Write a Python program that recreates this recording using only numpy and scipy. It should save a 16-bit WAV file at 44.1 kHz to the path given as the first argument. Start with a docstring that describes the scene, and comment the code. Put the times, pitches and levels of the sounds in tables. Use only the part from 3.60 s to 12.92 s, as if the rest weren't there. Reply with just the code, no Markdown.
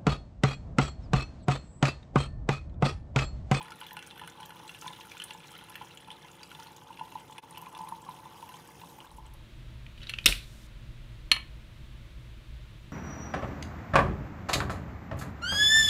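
"""A small hard kitchen, in mono, mostly direct sound with the room's echo well underneath.
A pod coffee machine trickles its last coffee into a mug: random impacts excite the mug's resonances,
drops and spray spatter, bubbles ring in the mug's air column, and pump harmonics and a noise hum lie beneath.
It fades over to a counter with low rumble and mains hum, shaped from noise. There a long gas lighter creaks
with tiny slips, snaps alight with ringing clicks and a low puff, hisses with filtered noise and clicks back."""
import sys
import numpy as np
from scipy import signal
from scipy.fft import rfft, irfft
from scipy.io import wavfile

SR = 44100
rng = np.random.default_rng(int(sys.argv[2]) if len(sys.argv) > 2 else 0)


def store_pcm(level_fs):
    """Save levels as 16-bit WAV."""
    pcm = np.round(np.clip(level_fs, -1, 1) * 32767).astype(np.int16)
    wavfile.write(sys.argv[1], SR, np.atleast_2d(pcm).T)


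N = 411012
T = np.arange(N) / SR   # time axis in s

# Columns named relative_db shape a spectrum only; the loudness is set where the sound is mixed.
# large bubbles in the mug: start_s, level_db, pitch_hz
GLUGS = [(0.006, -33, 867), (0.105, -44, 891), (0.214, -44, 872), (0.316, -40.5, 870), (0.337, -42.5, 866),
         (0.369, -37.5, 853), (0.616, -37, 862), (0.635, -40.5, 869), (0.751, -47, 869), (0.802, -40, 874),
         (0.82, -40, 864), (0.892, -43.5, 870), (0.998, -43.5, 875), (1.223, -45, 865), (1.243, -39, 860),
         (1.262, -33, 1010), (1.304, -39.5, 858), (1.547, -43, 869), (1.708, -41.5, 874),
         (1.748, -40.5, 864), (2.103, -44.5, 863), (2.213, -34.5, 851), (2.483, -42, 870), (2.51, -44, 860),
         (2.645, -45, 863), (2.988, -41, 900), (3.303, -38.5, 913), (3.389, -39.5, 918), (3.41, -28, 880),
         (3.522, -41, 870), (3.554, -29.5, 874), (3.782, -39.5, 883), (3.973, -40, 1010), (4.022, -38, 993),
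         (4.067, -36, 1038), (4.15, -41.5, 1010), (4.189, -36.5, 894), (4.206, -32, 875), (4.233, -38, 985),
         (4.271, -36.5, 1020), (4.321, -29, 918), (4.427, -45, 1010), (4.464, -39.5, 1102),
         (4.487, -31.5, 1010), (4.656, -40.5, 1010), (4.826, -36.5, 923), (4.891, -39, 1010),
         (4.941, -39.5, 855), (5.215, -44, 861), (5.234, -43, 945), (5.384, -48, 886), (5.583, -40.5, 869)]
# drops on the coffee: start_s, level_db (before the bubble and tick offsets), pitch_hz
DROPS = [(0.014, -35.5, 2440), (0.056, -38, 1340), (0.082, -38, 1850), (0.1042, -39, 1380),
         (0.1192, -32, 1330), (0.2134, -34, 1430), (0.2656, -33.5, 3360), (0.3082, -34, 1720),
         (0.3676, -27.5, 1390), (0.391, -32, 2730), (0.4253, -36, 1430), (0.4794, -42, 1430),
         (0.5092, -34.5, 3450), (0.5576, -41, 3130), (0.5771, -39, 1470), (0.5951, -33.5, 1710),
         (0.6145, -36.5, 1250), (0.6365, -43, 1430), (0.6758, -32, 1430), (0.7208, -44, 3460),
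         (0.8014, -38, 1410), (0.83, -37, 3180), (0.8929, -42, 1670), (0.905, -36, 1430),
         (0.9662, -47, 3400), (0.9937, -43, 1380), (1.0779, -38, 3980), (1.0932, -30, 2720),
         (1.1473, -34.5, 2730), (1.222, -34.5, 1310), (1.257, -38, 1440), (1.2786, -27.5, 3460),
         (1.3319, -35.5, 3530), (1.4092, -36.5, 3070), (1.4505, -41, 1430), (1.517, -32, 2300),
         (1.569, -36, 1430), (1.5996, -27.5, 2950), (1.6189, -26.5, 2950), (1.707, -28.5, 2740),
         (1.8033, -42, 2390), (1.8248, -46, 1410), (1.8392, -46, 2940), (1.939, -42, 1320),
         (1.9515, -41, 3090), (1.9883, -39.5, 3100), (2.011, -39.5, 1430), (2.0383, -45, 3110),
         (2.0862, -44, 2710), (2.1006, -38, 1330), (2.143, -41, 2750), (2.1548, -30.5, 1720),
         (2.219, -36.5, 3050), (2.3082, -39.5, 2760), (2.3585, -50, 2320), (2.373, -36.5, 2920),
         (2.4025, -41.5, 3100), (2.4818, -43, 1310), (2.5037, -34, 3170), (2.5145, -34, 3490),
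         (2.6823, -47, 2760), (2.8315, -36, 4650), (2.9153, -34.5, 1430), (2.949, -36, 3500),
         (2.9866, -47, 1420), (2.9984, -40, 1290), (3.0242, -38, 1390), (3.0693, -38.5, 4000),
         (3.3278, -44, 2750), (3.3732, -41.5, 2700), (3.3942, -35, 2680), (3.478, -48, 2680),
         (3.5199, -40.5, 2740), (3.6062, -44, 3060), (3.7239, -40.5, 3400), (3.781, -31, 2440),
         (3.8302, -53, 3100), (3.949, -42, 2480), (3.9731, -35, 2880), (4.0203, -49, 1700),
         (4.0337, -46, 2450), (4.06, -38.5, 2380), (4.117, -48, 3080), (4.1492, -35.5, 3450),
         (4.1759, -42, 3380), (4.2705, -45, 2390), (4.4478, -47, 3210), (4.4852, -47, 1280),
         (4.565, -48, 3340), (4.8249, -42.5, 2750), (4.8903, -41, 2760), (4.94, -40, 3100),
         (5.1966, -47, 3640), (5.216, -42, 2710), (5.4033, -38, 2920), (5.667, -47, 2950)]
# bursts of fine spray: start_s, level_db (before the patch and fizz offsets), centre_hz
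SPRAY = [(0.027, -39.5, 9500), (0.1052, -40, 5030), (0.156, -45, 10100), (0.1895, -46, 13700),
         (0.2039, -39, 11000), (0.2663, -42, 13700), (0.3306, -36, 13700), (0.3676, -43, 8940),
         (0.4249, -42, 6220), (0.4648, -42, 6770), (0.4713, -36.5, 9190), (0.5766, -44, 13700),
         (0.6604, -50, 10900), (0.6744, -37, 10000), (0.6978, -41, 6450), (0.8574, -38, 13800),
         (0.8919, -44, 11200), (0.9577, -48, 13900), (0.9916, -47, 5750), (1.0787, -43, 7800),
         (1.1887, -40, 8750), (1.2121, -32.5, 6450), (1.271, -35.5, 6070), (1.5125, -40.5, 5400),
         (1.5778, -38, 6990), (1.6202, -50, 6000), (1.6387, -28, 9500), (1.703, -45, 5040),
         (1.7345, -40, 7120), (1.8711, -41, 6040), (1.9165, -40, 10200), (2.0383, -43, 10200),
         (2.0852, -48, 10100), (2.0965, -36, 11000), (2.142, -49, 7060), (2.1555, -38, 13700),
         (2.2827, -48, 7080), (2.3501, -47, 9890), (2.373, -42, 7090), (2.6219, -48, 5540),
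         (2.7147, -45, 6970), (2.8315, -37.5, 4970), (2.999, -41, 4970), (3.03, -39.5, 5590),
         (3.1188, -49, 7090), (3.1635, -40, 6910), (3.4511, -52, 10100), (3.6795, -49, 6260),
         (3.7824, -43, 10200), (3.908, -40, 9200), (3.9789, -36.5, 12600), (4.0153, -37, 12200),
         (4.0871, -46, 10900), (4.125, -48, 7110), (4.1759, -43, 10700), (4.1886, -41, 5050),
         (4.2158, -43, 9450), (4.288, -36.5, 10700), (4.8903, -43, 11100), (4.9397, -51, 9200),
         (4.997, -48, 5030), (5.3832, -48, 13700), (5.5144, -47, 9230), (5.7374, -44, 11100)]
# the stream under the single drops: start_s, gurgle_db, spatter_db, fizz_db
STREAM_LEVELS = [(0.0, -51.5, -57, -69.5), (0.41, -66, -58.5, -66.5), (0.7, -55.5, -57.5, -70.5),
                 (1.17, -62, -59, -60.5), (1.45, -57, -57, -63.5), (1.86, -60.5, -57, -65),
                 (2.46, -62, -58.5, -69.5), (3.0, -61, -58.5, -62.5), (3.26, -60, -61, -67),
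                 (3.44, -63, -61, -65.5), (3.83, -58, -62, -66), (4.14, -52.5, -59, -66),
                 (4.46, -58, -62.5, -62.5), (4.72, -54.5, -61, -63), (5.12, -61.5, -61, -61),
                 (5.46, -58.5, -64, -66.5), (5.7, -67, -73, -75), (5.85, -64, -75, -79)]
# the stream turns to foam: start_s, froth_gain (loose bubbles added to the gurgle)
FOAM = [(0, 0.086), (3.1, 0.22), (3.9, 0.54), (5.8, 0.77)]
# resonances of mug and drip bay: pitch_hz, width_hz, level_db
MUG_MODES = [(1430, 45, 5), (1710, 32, 3), (2440, 920, -2), (2715, 22, 7), (2920, 110, 2.5),
             (3450, 200, 1.5), (4074, 51, -1), (6040, 93, -10), (7840, 63, -22), (9140, 73, -5),
             (10200, 270, -12)]
# resonances of the air in the mug: pitch_hz, width_hz, level_db
AIR_COLUMN = [(869.4, 26, 12), (1010, 51, 5), (1134, 100, -0.5)]
# spectrum of the fine fizz: frequency_hz, relative_db
FIZZ_SPECTRUM = [(2350, -26), (4000, -10.5), (5310, -1), (6860, -2), (7440, -12), (10300, -1), (11700, -15),
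                 (14200, -5.5), (16000, -7.5)]
# spectrum of the machine's noise hum: frequency_hz, relative_db
HUM_SPECTRUM = [(8.8, -36), (15, -27.5), (160, 3.5), (225, -8), (339, -4.5), (402, -9.5), (469, -7.5),
                (639, -15), (840, -5), (900, -17.5), (1170, -26.5), (1980, -120)]
# harmonics of the pump: multiple, level_db (relative to PUMP_DB)
PUMP_HARMONICS = [(1, -36), (2, -4), (3, -4), (4, -8.5), (5, 2), (6, -1.5), (7, -14), (8, -1), (9, -16),
                  (10, 2), (11, -4.5), (12, -11.5), (13, -7), (14, 1.5), (15, -20), (16, -2.5), (17, -3),
                  (18, -31), (19, -21), (20, -20), (21, -19), (22, -5), (23, -13), (24, -6)]

# further small events at random: mean_db, spread_db, lowest_hz, highest_hz, loss over the trickle in dB
RANDOM_GLUGS = (-52, 3, 840, 1037, 0)
RANDOM_DROPS = (-48, 4, 1300, 3498, 4)
RANDOM_SPRAY = (-49, 2.5, 5000, 12000, 0.5)
GLUG_T60_S, PARTNER_SHARE = .06, 0.59   # ring time; strength of the neighbouring mode
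THUD_HZ, THUD_T60_S, THUD_DB = 169.5, 0.079, -12   # a large bubble also shakes the drip tray
PUMP_HZ, PUMP_DB = 33.68, -68
HUM_DB, HUM_RISE_S, HUM_RISE_DB = -60, 3.3, 2.5   # the machine's hum grows as the brew ends
HUM_WAVER_DB = 1.5
DIP_S, DIP_WIDTH_S, DIP_DB = 3.812, .011, -22   # the level dips briefly

# parts of the trigger's clicks; the loud snap near 6.66 s takes several rows:
# start_s, level_db (reference for the row), rattle_t60_s, rattle_centre_hz,
# treble_db, barrel_ring_db, knock_db (the last three relative to level_db)
TRIGGER = [(6.265, -41, 0.018, 2480, -20, -12, -30), (6.377, -45.5, 0.064, 2976, -20, -12, -30.5),
           (6.417, -46, 0.1, 2977, -23.5, -11, -25), (6.4305, -38, 0.042, 3840, -23, -11, -30.5),
           (6.47, -37, 0.038, 3850, -25, -10, -28), (6.4903, -38, .015, 3005, -25, -14.5, -32),
           (6.4943, -26, 0.053, 2690, -15.5, -1, -30), (6.537, -25, .025, 2680, -32.5, -19.5, -30.5),
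           (6.5859, -21, 0.021, 2460, -29.5, -28, -33), (6.6428, -34, 0.027, 3800, -19, -14.5, -30.5),
           (6.6586, -9, 0.015, 5360, 5.5, -24.5, -41.5), (6.6593, -9, 0.044, 2690, -15, -21.5, -40),
           (6.664, -8.5, 0.028, 3610, -9.5, -24, -42), (6.6773, -18, 0.02186, 3630, -18.5, -18, -41.5),
           (6.685, -28, 0.38, 3730, -6.5, -25, -40), (6.7241, -18.5, 0.018, 2440, -26, -23, -38),
           (7.7154, -7.5, 0.019, 3000, -13.5, 4, -18), (7.717, -16, 0.033, 1980, -26, -16, -29.5),
           (7.7637, -27, 0.029, 2000, -29, -15, -11)]
# ringing modes of the barrel: pitch_hz, level_db, t60_s
BARREL_MODES = [(1771, -18, 0.055), (2274, -9, 0.029), (2770, -16, 0.063), (3150, -21.5, 0.0492),
                (4064, -8, .02), (4240, -2.5, 0.036), (4210, -17.5, 0.054), (5860, -17.5, .03),
                (7250, -21.5, 0.025), (8570, -20.5, .018), (9824, -29.5, .04), (11000, -16, 0.018)]
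# rattle spectrum of the plastic shell: frequency_hz, relative_db
SHELL_SPECTRUM = [(120, -53), (200, -7.5), (590, -12.5), (1060, -30), (1330, -6), (1840, -7.5),
                  (2740, -0.5), (3540, -2.5), (4920, -29), (6000, -22), (7800, -40), (13200, -120)]
# treble spectrum of the clicks: frequency_hz, relative_db
CRACK_SPECTRUM = [(3500, -21.5), (5300, -2), (6500, -7), (9000, -2), (12000, -8.5), (15000, -11),
                  (15800, -35.5)]
# knock spectrum of the grip in the hand: frequency_hz, relative_db
KNOCK_SPECTRUM = [(150, -24), (330, -0.5), (480, -17), (800, -6.5), (1200, 4.5), (1600, -9), (3000, -38)]
# spectrum of the hissing gas: frequency_hz, relative_db
GAS_SPECTRUM = [(1500, -21), (3000, -5), (5000, 3), (9000, 0), (15000, -8), (16500, -21.5)]

KNOCK_T60_S, RATTLE_WIDTH_HZ, BLOW_T60_S = 0.045, 1500, .03
CREAK_FROM_S, CREAK_TO_S, CREAK_DB, CREAK_PER_S = 6.375, 6.6, -57, 500   # the trigger drags in its guide
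PUFF_S, PUFF_DB, PUFF_HZ, PUFF_T60_S = 6.675, -25, 278, 0.12   # the gas catches fire
PUSH_S, PUSH_DB, PUSH_HZ, PUSH_T60_S = 6.675, -17.5, 43, 0.24   # and its air pushes on the microphone
GAS_LEAK_S, GAS_LEAK_DB = 6.39, -73   # the hiss starts,
GAS_OPEN_S, GAS_OPEN_DB, GAS_END_S = 6.68, -64, 7.07   # swells and stops

# spectrum of the room tone: frequency_hz, relative_db
ROOM_SPECTRUM = [(53, -40.5), (90, -8), (124, -5.5), (187, -20.5), (232, -11.5), (269, -38.5), (313, -14.5),
                 (432, -32.5), (623, -23), (772, -40), (878, -29.5), (2800, -28), (3790, -29), (5110, -40),
                 (15300, -50.5)]
# spectrum of the low rumble: frequency_hz, relative_db
RUMBLE_SPECTRUM = [(8.8, -35), (15, -6.5), (43, 0), (59, 2.5), (92, -22.5), (110, -8.5), (140, -34.5),
                   (240, -120)]
# echo time of the kitchen: frequency_hz, t60_s
KITCHEN_DECAY = [(100, 0.2), (1000, 0.3), (3000, 0.37), (8000, 0.13), (15000, 0.21)]

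TONE_DB, RUMBLE_DB, RUMBLE_LUMPS_DB = -54.5, -47.5, 1.0
MAINS_HZ, MAINS_WIDTH_HZ, MAINS_DB = 120.6, 12, 1.5   # level above the room tone
LIGHTER_WET_DB, MUG_WET_DB = -13, -11.5   # echo against direct sound
FADE_FROM_S, FADE_TO_S = 5.4, 5.85   # the machine fades over to the counter
CUTOFF_HZ = 16550


def coffee():
    """Everything at the machine: water with its kitchen echo and direct hum, gone after the fade."""
    water, hum = stream()
    water = water + glugs() + drops() + spray()
    echo = from_db(MUG_WET_DB) * kitchen(water)
    dip = from_db(DIP_DB * np.exp(-((T - DIP_S) / DIP_WIDTH_S) ** 2))
    return (water + echo + hum) * dip * np.interp(T, [5.75, 5.85], [1, 0])


def glugs():
    """Each large bubble rings at its pitch and beats with the neighbouring mode of the mug's air."""
    out = np.zeros(N)
    for s, level_db, hz in [*GLUGS, *scattered(RANDOM_GLUGS, count=16)]:
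        t, envelope = dying(GLUG_T60_S, 0.0011)
        # the partner mirrors the pitch about 940 Hz, unless the two would lie too close
        partner_hz = 1880 - hz if abs(hz - 940) > 30 else hz + 125
        ring = np.sin(2 * np.pi * hz * t)
        ring = ring - PARTNER_SHARE * np.sin(2 * np.pi * partner_hz * t)
        add(out, s, from_db(level_db) * envelope * ring)
        t, envelope = dying(THUD_T60_S, 0.0032)
        add(out, s, from_db(level_db + THUD_DB) * envelope * np.sin(2 * np.pi * THUD_HZ * t))
    return out


def drops():
    """Each drop: a small bubble rising in pitch and a tick of noise through the mug."""
    bubbles, ticks = np.zeros((2, N))
    for s, level_db, hz in [*DROPS, *scattered(RANDOM_DROPS, count=50)]:
        t, envelope = dying(0.032 + 6.4 / hz, 0.000078)      # small bubbles die sooner
        rise = 1 + rng.uniform(0, 6.2) * t
        add(bubbles, s, from_db(level_db - 6.5) * envelope * np.sin(2 * np.pi * hz * t * rise))
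        add(ticks, s, from_db(level_db + 4.0) * dying(0.018, 0.000078)[1])
    return bubbles + resonate(ticks * rng.standard_normal(N), MUG_MODES)


def spray():
    """Each burst: broad fizz with a brighter patch of noise around its centre."""
    patches, bursts = np.zeros((2, N))
    for s, level_db, hz in [*SPRAY, *scattered(RANDOM_SPRAY, count=55)]:
        t, envelope = dying(0.028, 0.00037)
        patch = rms_one(resonate(rng.standard_normal(len(t)), [(hz, 900, 0)]))
        add(patches, s, from_db(level_db - 7.5) * envelope * patch)
        add(bursts, s, from_db(level_db - 14.5) * dying(0.026, 0.00027)[1])
    return patches + bursts * rms_one(colour(rng.standard_normal(N), FIZZ_SPECTRUM))


def stream():
    """The steady trickle, dense small impacts in the mug and its air, and the machine's hum apart."""
    gurgle_db, spatter_db, fizz_db = in_time(STREAM_LEVELS)
    gurgle = rms_one(resonate(grains(500, spread_db=5.0), AIR_COLUMN))
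    foam_gain = np.interp(T, *np.transpose(FOAM))
    gurgle = gurgle + foam_gain * froth(250, 786, 1150, cycles=16.0)
    impacts = rms_one(resonate(grains(1500, spread_db=3.5), MUG_MODES))
    spatter = rms_one(impacts + 2.04 * froth(700, 1227, 3926, cycles=22.0))
    fine = rms_one(colour(grains(9000, spread_db=4.5), FIZZ_SPECTRUM))
    fizz = rms_one(fine + 0.9 * froth(500, 4750, 13800, cycles=44.0))
    water = from_db(gurgle_db) * gurgle + from_db(spatter_db) * spatter + from_db(fizz_db) * fizz
    hum_db = HUM_DB + np.interp(T, [HUM_RISE_S - .2, HUM_RISE_S + 0.18], [0, HUM_RISE_DB])
    hum_gain = from_db(hum_db + HUM_WAVER_DB * drift(2.8))
    hum = hum_gain * rms_one(colour(rng.standard_normal(N), HUM_SPECTRUM))
    return water, (hum + pump()) * (1 - fade_over())


def froth(per_s, low_hz, high_hz, cycles):
    """Small bubbles burst at random, each ringing a few cycles at one of twelve pitches."""
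    clicks = grains(per_s, spread_db=3.0)
    dealt = rng.integers(0, 12, N)      # which pitch each click gets
    pitches = np.geomspace(low_hz, high_hz, 12)
    rings = [resonate(clicks * (dealt == k), [(hz, hz / cycles, 0)]) for k, hz in enumerate(pitches)]
    return rms_one(sum(rings))


def pump():
    """Harmonics of the slowly wavering pump rate, each with a random starting phase."""
    rate_hz = PUMP_HZ * (1 + 0.002075 * drift(0.5))
    phase = 2 * np.pi * np.cumsum(rate_hz) / SR
    starts = rng.uniform(0, 2 * np.pi, len(PUMP_HARMONICS))
    out = 0
    for (multiple, level_db), start in zip(PUMP_HARMONICS, starts):
        out = out + from_db(PUMP_DB + level_db) * np.sin(multiple * phase + start)
    return out


def lighter():
    """Each part of a click rattles the plastic shell, cracks in the treble, strikes barrel and grip."""
    rattle, crack, ring, knock = np.zeros((4, N))
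    for s, level_db, t60, hz, treble_db, ring_db, knock_db in TRIGGER:
        t, envelope = dying(t60, .0003)
        peak = [(hz, RATTLE_WIDTH_HZ, 0)]
        tone = rms_one(resonate(resonate(rng.standard_normal(len(t)), peak), peak))
        # the first blow is one clean ring
        tone = tone + 2.94 * from_db(-60 * t / BLOW_T60_S) * np.sin(2 * np.pi * hz * t)
        add(rattle, s, from_db(level_db - 10.5) * envelope)
        add(ring, s, from_db(level_db - 7) * envelope * tone)
        add(crack, s, from_db(level_db + treble_db) * dying(0.69 * t60, 0.00071)[1])
        add(knock, s, from_db(level_db + knock_db) * dying(KNOCK_T60_S, .001)[1])
        for mode_hz, mode_db, mode_t60 in BARREL_MODES:
            t, envelope = dying(mode_t60, 0.0018)
            mode = envelope * np.sin(2 * np.pi * mode_hz * t)
            add(ring, s, from_db(level_db + ring_db + mode_db) * mode)
    shell = rms_one(colour(rng.standard_normal(N), SHELL_SPECTRUM))
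    treble = rms_one(colour(rng.standard_normal(N), CRACK_SPECTRUM))
    grip = rms_one(colour(rng.standard_normal(N), KNOCK_SPECTRUM))
    return rattle * shell + crack * treble + ring + knock * grip


def creak():
    """Dense tiny slips through the plastic shell while the trigger is pulled."""
    slips = rms_one(colour(grains(CREAK_PER_S, spread_db=3.5), SHELL_SPECTRUM))
    times = [CREAK_FROM_S, CREAK_FROM_S + .03, CREAK_TO_S, CREAK_TO_S + .01]
    return from_db(CREAK_DB) * slips * np.interp(T, times, [0, 1, 1, 0])


def puff():
    """A dull burst of low noise and a slow swing of air at the microphone as the flame catches."""
    burst, swing = np.zeros((2, N))
    add(burst, PUFF_S, from_db(PUFF_DB) * dying(PUFF_T60_S, 0.015)[1])
    t, envelope = dying(PUSH_T60_S, 0.022)
    add(swing, PUSH_S, from_db(PUSH_DB) * envelope * np.sin(2 * np.pi * PUSH_HZ * t))
    band = signal.butter(1, [80, PUFF_HZ], "band", fs=SR, output="sos")
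    low = signal.sosfilt(band, rng.standard_normal(N))
    return burst * rms_one(low) + swing


def gas():
    """Escaping gas: shaped noise that starts as a faint leak, swells and stops."""
    level_db = np.interp(T, [GAS_LEAK_S, GAS_OPEN_S], [GAS_LEAK_DB, GAS_OPEN_DB])
    flowing = (T > GAS_LEAK_S) * (T < GAS_END_S)
    return from_db(level_db) * flowing * rms_one(colour(rng.standard_normal(N), GAS_SPECTRUM))


def counter():
    """Behind the lighter: room tone, lumpy rumble and a mains hum that wavers as narrow noise."""
    white = rng.standard_normal((3, N))
    mains = rms_one(resonate(white[1], [(MAINS_HZ, MAINS_WIDTH_HZ, 0)]))
    tone = rms_one(colour(white[0], ROOM_SPECTRUM)) + from_db(MAINS_DB) * mains
    rumble_gain = from_db(RUMBLE_DB + RUMBLE_LUMPS_DB * drift(4.6))
    rumble = rumble_gain * rms_one(colour(white[2], RUMBLE_SPECTRUM))
    return fade_over() * (from_db(TONE_DB) * tone + rumble)


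def kitchen(x):
    """Diffuse echo: octave bands of noise, each dying at its own rate; energy 1."""
    t, tail = np.arange(int(.5 * SR)) / SR, 0
    for low in 60 * 2. ** np.arange(8):
        octave = signal.butter(2, [low, 2 * low], "band", fs=SR, output="sos")
        band = signal.sosfilt(octave, rng.standard_normal(len(t)))
        tail = tail + band * from_db(-60 * t / at_hz(KITCHEN_DECAY, 2.4 * low))
    tail *= 1 - np.exp(-t / 0.002)      # the first walls answer after a few ms
    return signal.fftconvolve(x, tail / np.sqrt(np.sum(tail ** 2)))[:N]


def fade_over():
    """Share of the counter scene, 0 to 1."""
    return np.interp(T, [FADE_FROM_S, FADE_TO_S], [0, 1])


def scattered(kind, count):
    """Rows of start_s, level_db, pitch_hz for small events scattered over the trickle."""
    mean_db, spread_db, low_hz, high_hz, loss_db = kind
    when, size, pitch = rng.random((count, 3)).T
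    level_db = mean_db - loss_db * when + spread_db * 2 * (2 * size - 1)
    return list(zip(when * FADE_TO_S, level_db, low_hz * (high_hz / low_hz) ** pitch))


def grains(per_s, spread_db):
    """Random clicks with a long-tailed spread of sizes, in clumps."""
    sizes = from_db(spread_db * np.minimum(rng.exponential(1, N), 5)) * rng.choice([-1, 1], N)
    chance = per_s * from_db(4 * drift(8)) / SR
    return sizes * (rng.random(N) < chance)


def drift(rate):
    """Slow chance with spread about 1, low-passed near the rate in Hz from 60 knots a second."""
    knots = rng.standard_normal(int(N / SR * 60) + 2)
    r = np.exp(-2 * np.pi * min(rate, 25) / 60)
    smooth = rms_one(signal.lfilter([1], [1, -r], knots))
    return np.interp(T * 60, np.arange(len(knots)), smooth)


def dying(t60, rise_s):
    """Time axis and an envelope with a soft rise and exponential decay, ended after t60 seconds."""
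    t60 = max(t60, .002)
    t = np.arange(int(t60 * SR)) / SR
    return t, (1 - np.exp(-t / rise_s)) * from_db(-60 * t / t60)


def resonate(x, peaks):
    """Parallel resonances of pitch_hz, width_hz, level_db, signs alternating."""
    out = 0
    for k, (hz, width, level_db) in enumerate(peaks):
        r = np.exp(-np.pi * width / SR)
        b = [(1 - r * r) / 2, 0, (r * r - 1) / 2]
        a = [1, -2 * r * np.cos(2 * np.pi * hz / SR), r * r]
        out = out + (-1) ** k * from_db(level_db) * signal.lfilter(b, a, x + 1e-18)
    return out


def colour(x, spectrum):
    """Filter by a spectrum in dB, minimum phase so that nothing sounds early."""
    size = 8192
    hz = np.arange(size // 2 + 1) * SR / size + 1
    cepstrum = irfft(np.log(from_db(at_hz(spectrum, hz))))
    # fold the cepstrum onto positive time: minimum phase
    cepstrum[1:size // 2] *= 2
    cepstrum[size // 2 + 1:] = 0
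    return signal.fftconvolve(x, irfft(np.exp(rfft(cepstrum))))[:len(x)]


def at_hz(points, hz):
    """A table read on a log-frequency axis."""
    table_hz, values = np.transpose(points)
    return np.interp(np.log(hz), np.log(table_hz), values)


def in_time(rows):
    """Columns of a curve table at every sample: -140 before its first row, held after its last."""
    s, *columns = np.transpose(rows)
    return [np.interp(T, s, c, left=-140, right=c[-1]) for c in columns]


def add(out, s, sound):
    """Mix a short sound in at time s."""
    i = round(s * SR)
    out[i:i + len(sound)] += sound[:N - i]


def rms_one(x):
    """Scale to rms 1."""
    return x / np.sqrt(np.mean(x ** 2) + 1e-20)


def from_db(db):
    """Decibels to gain."""
    return 10 ** (np.asarray(db) / 20)


def scene():
    """Coffee first, then the lighter at the counter, its clicks and creak echoing in the kitchen."""
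    clicks = lighter() + creak()
    echo = from_db(LIGHTER_WET_DB) * kitchen(clicks)
    return (coffee() + clicks + echo + puff() + gas() + counter())[None]


def record(dry):
    """Peaks are clipped at full scale, then a steep low-pass cuts the top."""
    low_pass = signal.cheby2(20, 100, CUTOFF_HZ, fs=SR, output="sos")
    return signal.sosfilt(low_pass, np.clip(dry, -1, 1))


dry = scene()
out = record(dry)
store_pcm(out)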